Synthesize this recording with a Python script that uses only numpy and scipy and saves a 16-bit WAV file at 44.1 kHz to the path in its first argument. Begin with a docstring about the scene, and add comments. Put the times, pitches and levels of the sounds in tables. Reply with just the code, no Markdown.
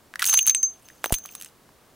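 """Faint outdoor air, then a hollow knock close to the microphone: six spent brass cases are pushed out of a
revolver cylinder. They scrape from the chambers, pop free and tumble ringing into a palm, each ring cut off
when the next case starts to ring. Then they are set down: they knock, thud and settle with small clinks. The
brass is dry and just right of centre, with a little scatter from hand, gun and gravel."""
import sys
import numpy as np
from scipy import signal
from scipy.fft import rfft, irfft, next_fast_len
from scipy.io import wavfile
from scipy.ndimage import map_coordinates

SR = 44100
rng = np.random.default_rng(int(sys.argv[2]) if len(sys.argv) > 2 else 0)


def wrap_up_sound(samples):
    """Save the sound to the file named by the first command line argument, as 16-bit audio."""
    columns = np.atleast_2d(samples).T
    # keep every value between -1 and 1, then stretch to whole-number steps
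    tamed = np.clip(columns, -1, 1)
    steps = np.round(tamed * 32767).astype(np.int16)
    wavfile.write(sys.argv[1], SR, steps)


N = 85995
TURN = 2 * np.pi


def amp(db):
    """Decibels to gain."""
    return 10 ** (np.asarray(db) / 20)


def unit(x):
    """Scale to rms 1."""
    return x / np.sqrt(np.mean(x ** 2) + 1e-20)


def add(track, s, sound):
    """Mix a sound in at s seconds."""
    i = round(s * SR)
    track[i:i + len(sound)] += sound[:N - i]


def brief():
    """Time axis of one short sound."""
    return np.arange(SR // 8) / SR


def decay(t, t60):
    """A gain that falls 60 dB in t60 seconds."""
    return amp(-60 * t / t60)


def wobble(rate, t):
    """A smooth random curve, rate knots a second."""
    return map_coordinates(rng.standard_normal(4096), [t * rate], mode="wrap")


def rough_tone(phase, rough, rate, t):
    """A sine whose level and phase flutter rate times a second."""
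    return np.sin(phase) + rough * (wobble(rate, t) * np.sin(phase) + wobble(rate, t) * np.cos(phase))


def coloured(x, points):
    """x through a minimum-phase filter with the given (Hz, dB) shape."""
    size = 2 * next_fast_len(x.shape[-1] // 2 + 1024)
    hz, db = np.transpose(points)
    gain = amp(np.interp(np.log(np.fft.rfftfreq(size, 1 / SR) + 1), np.log(hz + 1), db))
    cepstrum = irfft(np.log(gain + 1e-9))
    cepstrum[1:size // 2] *= 2
    cepstrum[size // 2 + 1:] = 0
    return irfft(rfft(x, size) * np.exp(rfft(cepstrum)), size)[..., :x.shape[-1]]


# Spectrum of the open air around the microphones: (frequency [Hz], level [dB])
AIR_COLOUR = [(25, -4.5), (70, 2.5), (280, 2.5), (1200, -4.5), (2400, -11.5), (15000, -17)]


def outdoor_air(level_db=-57, side_db=-10):
    """Faint, steady air and hiss, nearly the same at both microphones."""
    mid, side = unit(coloured(rng.standard_normal((2, N)), AIR_COLOUR))
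    side = side * amp(side_db)
    return amp(level_db) * np.array([mid + side, mid - side])


# Hollow notes of chambers, case mouths and landings: (time [s], level [dB], pitch [Hz], t60 [s])
HOLLOW_KNOCKS = [(.139, -25, 1550, 0.0094), (0.1574, -18.5, 1800, 0.0097), (0.194, -26, 1940, 0.059),
                 (.2246, -15.5, 1380, 0.03), (0.341, -19, 1007, 0.0091), (0.3906, -7.5, 2920, .017),
                 (0.5479, -10.5, 8320, 0.014), (.5482, -7.5, 2710, 0.0039), (.901, -29.5, 1810, 0.0077),
                 (1.0421, -11.5, 690, 0.004), (1.0427, -12.5, 1590, 0.0073), (1.0603, -13, 605, 0.0024),
                 (1.106, -31, 687, 0.072), (1.254, -25, 1020, 0.0083), (1.291, -34, 2500, 0.0086),
                 (1.3517, -23, 1240, 0.0048), (1.691, -37.5, 1040, 0.014)]


def hollow_knocks():
    """Each knock is one rough, damped resonance; such small bodies radiate little below it."""
    out, t = np.zeros(N), brief()
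    for s, db, hz, t60 in HOLLOW_KNOCKS:
        tone = rough_tone(TURN * hz * t, rough=.65, rate=hz / 2, t=t)
        low_cut = signal.butter(2, .72 * hz, "highpass", fs=SR, output="sos")
        add(out, s, signal.sosfilt(low_cut, amp(db) * decay(t, t60) * tone))
    return out


# Spectra of a click's body and of its treble: (frequency [Hz], level [dB])
CLICK_BODY = [(300, -34), (900, -13), (1600, -1), (3000, 2.5), (6000, 1), (9000, -20)]
CLICK_TREBLE = [(2500, -25.5), (5000, -9), (9500, 4.5), (13500, -4)]
# Hard contacts of brass and steel, close up: (time [s], body level [dB], treble level [dB])
METAL_CLICKS = [(.1572, -29.5, -33.5), (.1947, -26, -26), (0.221, -16.5, -36.5), (0.2255, -17, -17),
                (.243, -15.5, -21), (0.2547, -39, -13), (0.2644, -32, -12.5), (0.2745, -34, -13.5),
                (0.2784, -34, -33), (0.2984, -34, -18), (.331, -27.5, -28.5), (0.339, -16.5, -12),
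                (0.3429, -16, -12), (.375, -22, -17.5), (0.3907, -31, -13.5), (.429, -38, -24),
                (.459, -29, -59), (0.4669, -28, -10.5), (0.4745, -20.5, -19), (0.4828, -22, -13),
                (0.4957, -19, -17.5), (0.5045, -23, -33), (.511, -30, -29), (0.5485, -29, -53),
                (0.6293, -30, -24.5), (0.887, -40, -44), (1.0422, -25.5, -20.5), (1.059, -23, -19.5),
                (1.097, -33.5, -37), (1.1244, -28, -11), (1.1279, -26, -18), (1.141, -18.5, -16.5),
                (1.1451, -28.5, -17.5), (1.1854, -39, -28), (1.259, -39.5, -30.5), (1.3517, -32.5, -24),
                (1.4006, -46, -39), (1.4127, -35, -29.5), (1.4232, -39.5, -28.5), (1.432, -41, -37),
                (1.4472, -41, -31.5), (1.46, -40.5, -41)]


def metal_clicks(level_span_s=0.001):
    """Each hard contact is a sharp crack with a short metallic tail, in a body and a treble band."""
    out, t = np.zeros(N), brief()
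    envelope = decay(t, t60=0.0046) + amp(-14.5) * decay(t, t60=0.028)
    for s, body_db, treble_db in METAL_CLICKS:
        for db, colour in ((body_db, CLICK_BODY), (treble_db, CLICK_TREBLE)):
            burst = envelope * rng.standard_normal(len(t))
            burst[0] += 3.1  # the first spike stands above the rattle
            crack = coloured(burst, colour)
            span_rms = np.sqrt(np.sum(crack ** 2) / (level_span_s * SR))
            add(out, s, amp(db) * crack / span_rms)
    return out


# Spectrum of the sliding metal: (frequency [Hz], level [dB])
SLIDE_COLOUR = [(350, -16), (1400, 3), (2200, -3), (2850, 9), (4200, 0), (5200, 2.5), (8400, 3.5),
                (12500, 0), (15000, -7)]
# Loudness curve of brass sliding on steel and on brass: (time [s], level [dB])
SLIDE_LEVELS = [(.193, -37.5), (.225, -31), (.338, -29), (.354, -39), (.385, -39.5), (.445, -63.5),
                (.478, -38), (.56, -68), (1.031, -63), (1.045, -42.5), (1.1, -61.5), (1.132, -29),
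                (1.169, -55.5), (1.225, -68), (1.25, -53), (1.5, -57.5)]


def brass_scrape(slips_per_s=2600, low_hz=916, high_hz=16200, jitter_db=3.5):
    """Dense tiny slips of metal on metal, each a brief ring at its own pitch, over a fine hiss."""
    t, age = np.arange(N) / SR, np.arange(SR // 100) / SR
    hiss = 0.4 * rng.standard_normal(N)
    count = int(slips_per_s * N / SR)
    when, pitch, size = rng.random(size=(count, 3)).T[..., None]
    hz = low_hz + (high_hz - low_hz) * pitch
    grains = -np.log(size) * np.sin(TURN * hz * age) * decay(age, t60=0.005)
    positions = (when * N).astype(int) + np.arange(len(age))
    slips = np.bincount(positions.ravel(), grains.ravel(), N)[:N]
    grit = unit(coloured(unit(slips) + hiss, SLIDE_COLOUR))
    level_db = np.interp(t, *np.transpose(SLIDE_LEVELS), left=-np.inf, right=-np.inf)
    return grit * amp(level_db + jitter_db * wobble(220, t))


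# The ring shifts as the cases take turns and press on each other: (time [s], pitch [Hz])
CASE_PITCH = [(.315, 6308), (.345, 6252), (.415, 6330), (.55, 6290), (1.15, 6280), (1.3, 6310)]
# Cases ringing near the microphone; jangle sets the upper overtone, the chatter and the neighbours:
# (time [s], level [dB], t60 [s], relative jangle [dB])
CASE_RINGS = [(.2553, -22, 0.63, -7), (.297, -13.5, 0.18, -12.5), (.328, -14.5, 1, -27),
              (.373, -8, 0.095, -16.5), (.407, -17, 0.79, -16.5), (.429, -25.5, 1, -25),
              (.475, -6, 0.068, -14.5), (.4964, 0, 0.018, -21), (.5047, -15, 0.14, -17),
              (.5485, -17.5, 0.28, -26.5), (.63, -10.5, 0.18, -35), (.85, -54.5, 0.61, -5.5),
              (1.0428, -37.5, 0.39, -2.5), (1.1413, -27, 0.24, -6.5), (1.236, -40, 0.38, -7),
              (1.308, -53.5, .35, 3), (1.352, -48, 1, -8)]


def case_rings(attack_s=0.00034, damp_s=0.0016, rub_s=0.0017, stilled_at_s=1.485, neighbour_hz=124):
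    """A thin case mouth rings in three modes and chatters on its neighbours until the next is touched."""
    out, t = np.zeros(N), np.arange(N) / SR
    starts = [s for s, *_ in CASE_RINGS] + [stilled_at_s]
    # A ring that starts on a click is struck; the others are rubbed and swell in.
    struck = [min(abs(s - hit) for hit, *_ in METAL_CLICKS) < .004 for s in starts]
    for k, (s, db, t60, jangle_db) in enumerate(CASE_RINGS):
        attack = attack_s if struck[k] else rub_s
        release = damp_s if struck[k + 1] else rub_s
        length = starts[k + 1] - s
        age = t[t < length + 10 * release]
        gate = (1 - np.exp(-age / attack)) * np.exp(-np.maximum(age - length, 0) / release)
        hz = np.interp(s + age, *np.transpose(CASE_PITCH))
        overtone_hz = 2.408 * hz + rng.normal(scale=45)
        modes = (hz, db, t60), (2 * hz, db - 33, t60 / 2), (overtone_hz, db + jangle_db, .65 * t60)
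        for mode_hz, mode_db, mode_t60 in modes:
            phase = TURN * np.cumsum(mode_hz) / SR
            detune, offset = rng.uniform(-1, 1, size=(2, 4, 1))  # four neighbours beat against it
            neighbour_phases = phase + TURN * neighbour_hz * detune * age + np.pi * offset
            neighbours = 2 * amp(jangle_db) * np.mean(np.sin(neighbour_phases), axis=0)
            chattering_case = rough_tone(phase, rough=amp(jangle_db - 3), rate=260, t=age)
            add(out, s, amp(mode_db) * decay(age, mode_t60) * gate * (chattering_case + neighbours))
    return out


# Soft, heavy landings of the cases: (time [s], level [dB])
LANDING_THUDS = [(0.271, -41), (0.482, -35.5), (1.1244, -9)]


def landing_thuds(push_s=0.0054):
    """Each landing is a single push of air with a slow rebound."""
    out, progress = np.zeros(N), brief() / push_s
    for s, db in LANDING_THUDS:
        add(out, s, amp(db) * (1 - progress) * np.exp(-progress))
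    return out


def nearby_scatter(x, level_db=-17, t60=0.13):
    """Hand, gun and gravel scatter a short diffuse tail back to one microphone."""
    t = brief()
    tail = rng.standard_normal(len(t)) * decay(t, t60)
    return amp(level_db) * signal.fftconvolve(x, tail / np.linalg.norm(tail))[:N]


def scene(side_db=-19, right_db=0.53):
    """Outdoors, a stereo pair close to the hands, with the brass just right of centre."""
    contacts = metal_clicks() + hollow_knocks() + brass_scrape()
    mid = contacts + case_rings() + landing_thuds()
    side = amp(side_db) * signal.hilbert(mid).imag  # the microphones differ slightly in phase
    direct = np.array([mid + side, mid - side]) * amp([[-right_db], [right_db]])
    scatter = np.array([nearby_scatter(contacts) for _ in range(2)])
    return direct + scatter + outdoor_air()


def record(dry, top_hz=15900):
    """The recorder keeps nothing above its band limit."""
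    size = next_fast_len(N + 4096)
    hz = np.fft.rfftfreq(size, 1 / SR)
    low_pass = 1 / np.sqrt(1 + (hz / top_hz) ** 160)
    return irfft(rfft(dry, size) * low_pass, size)[:, :N]


dry = scene()
out = record(dry)
wrap_up_sound(out)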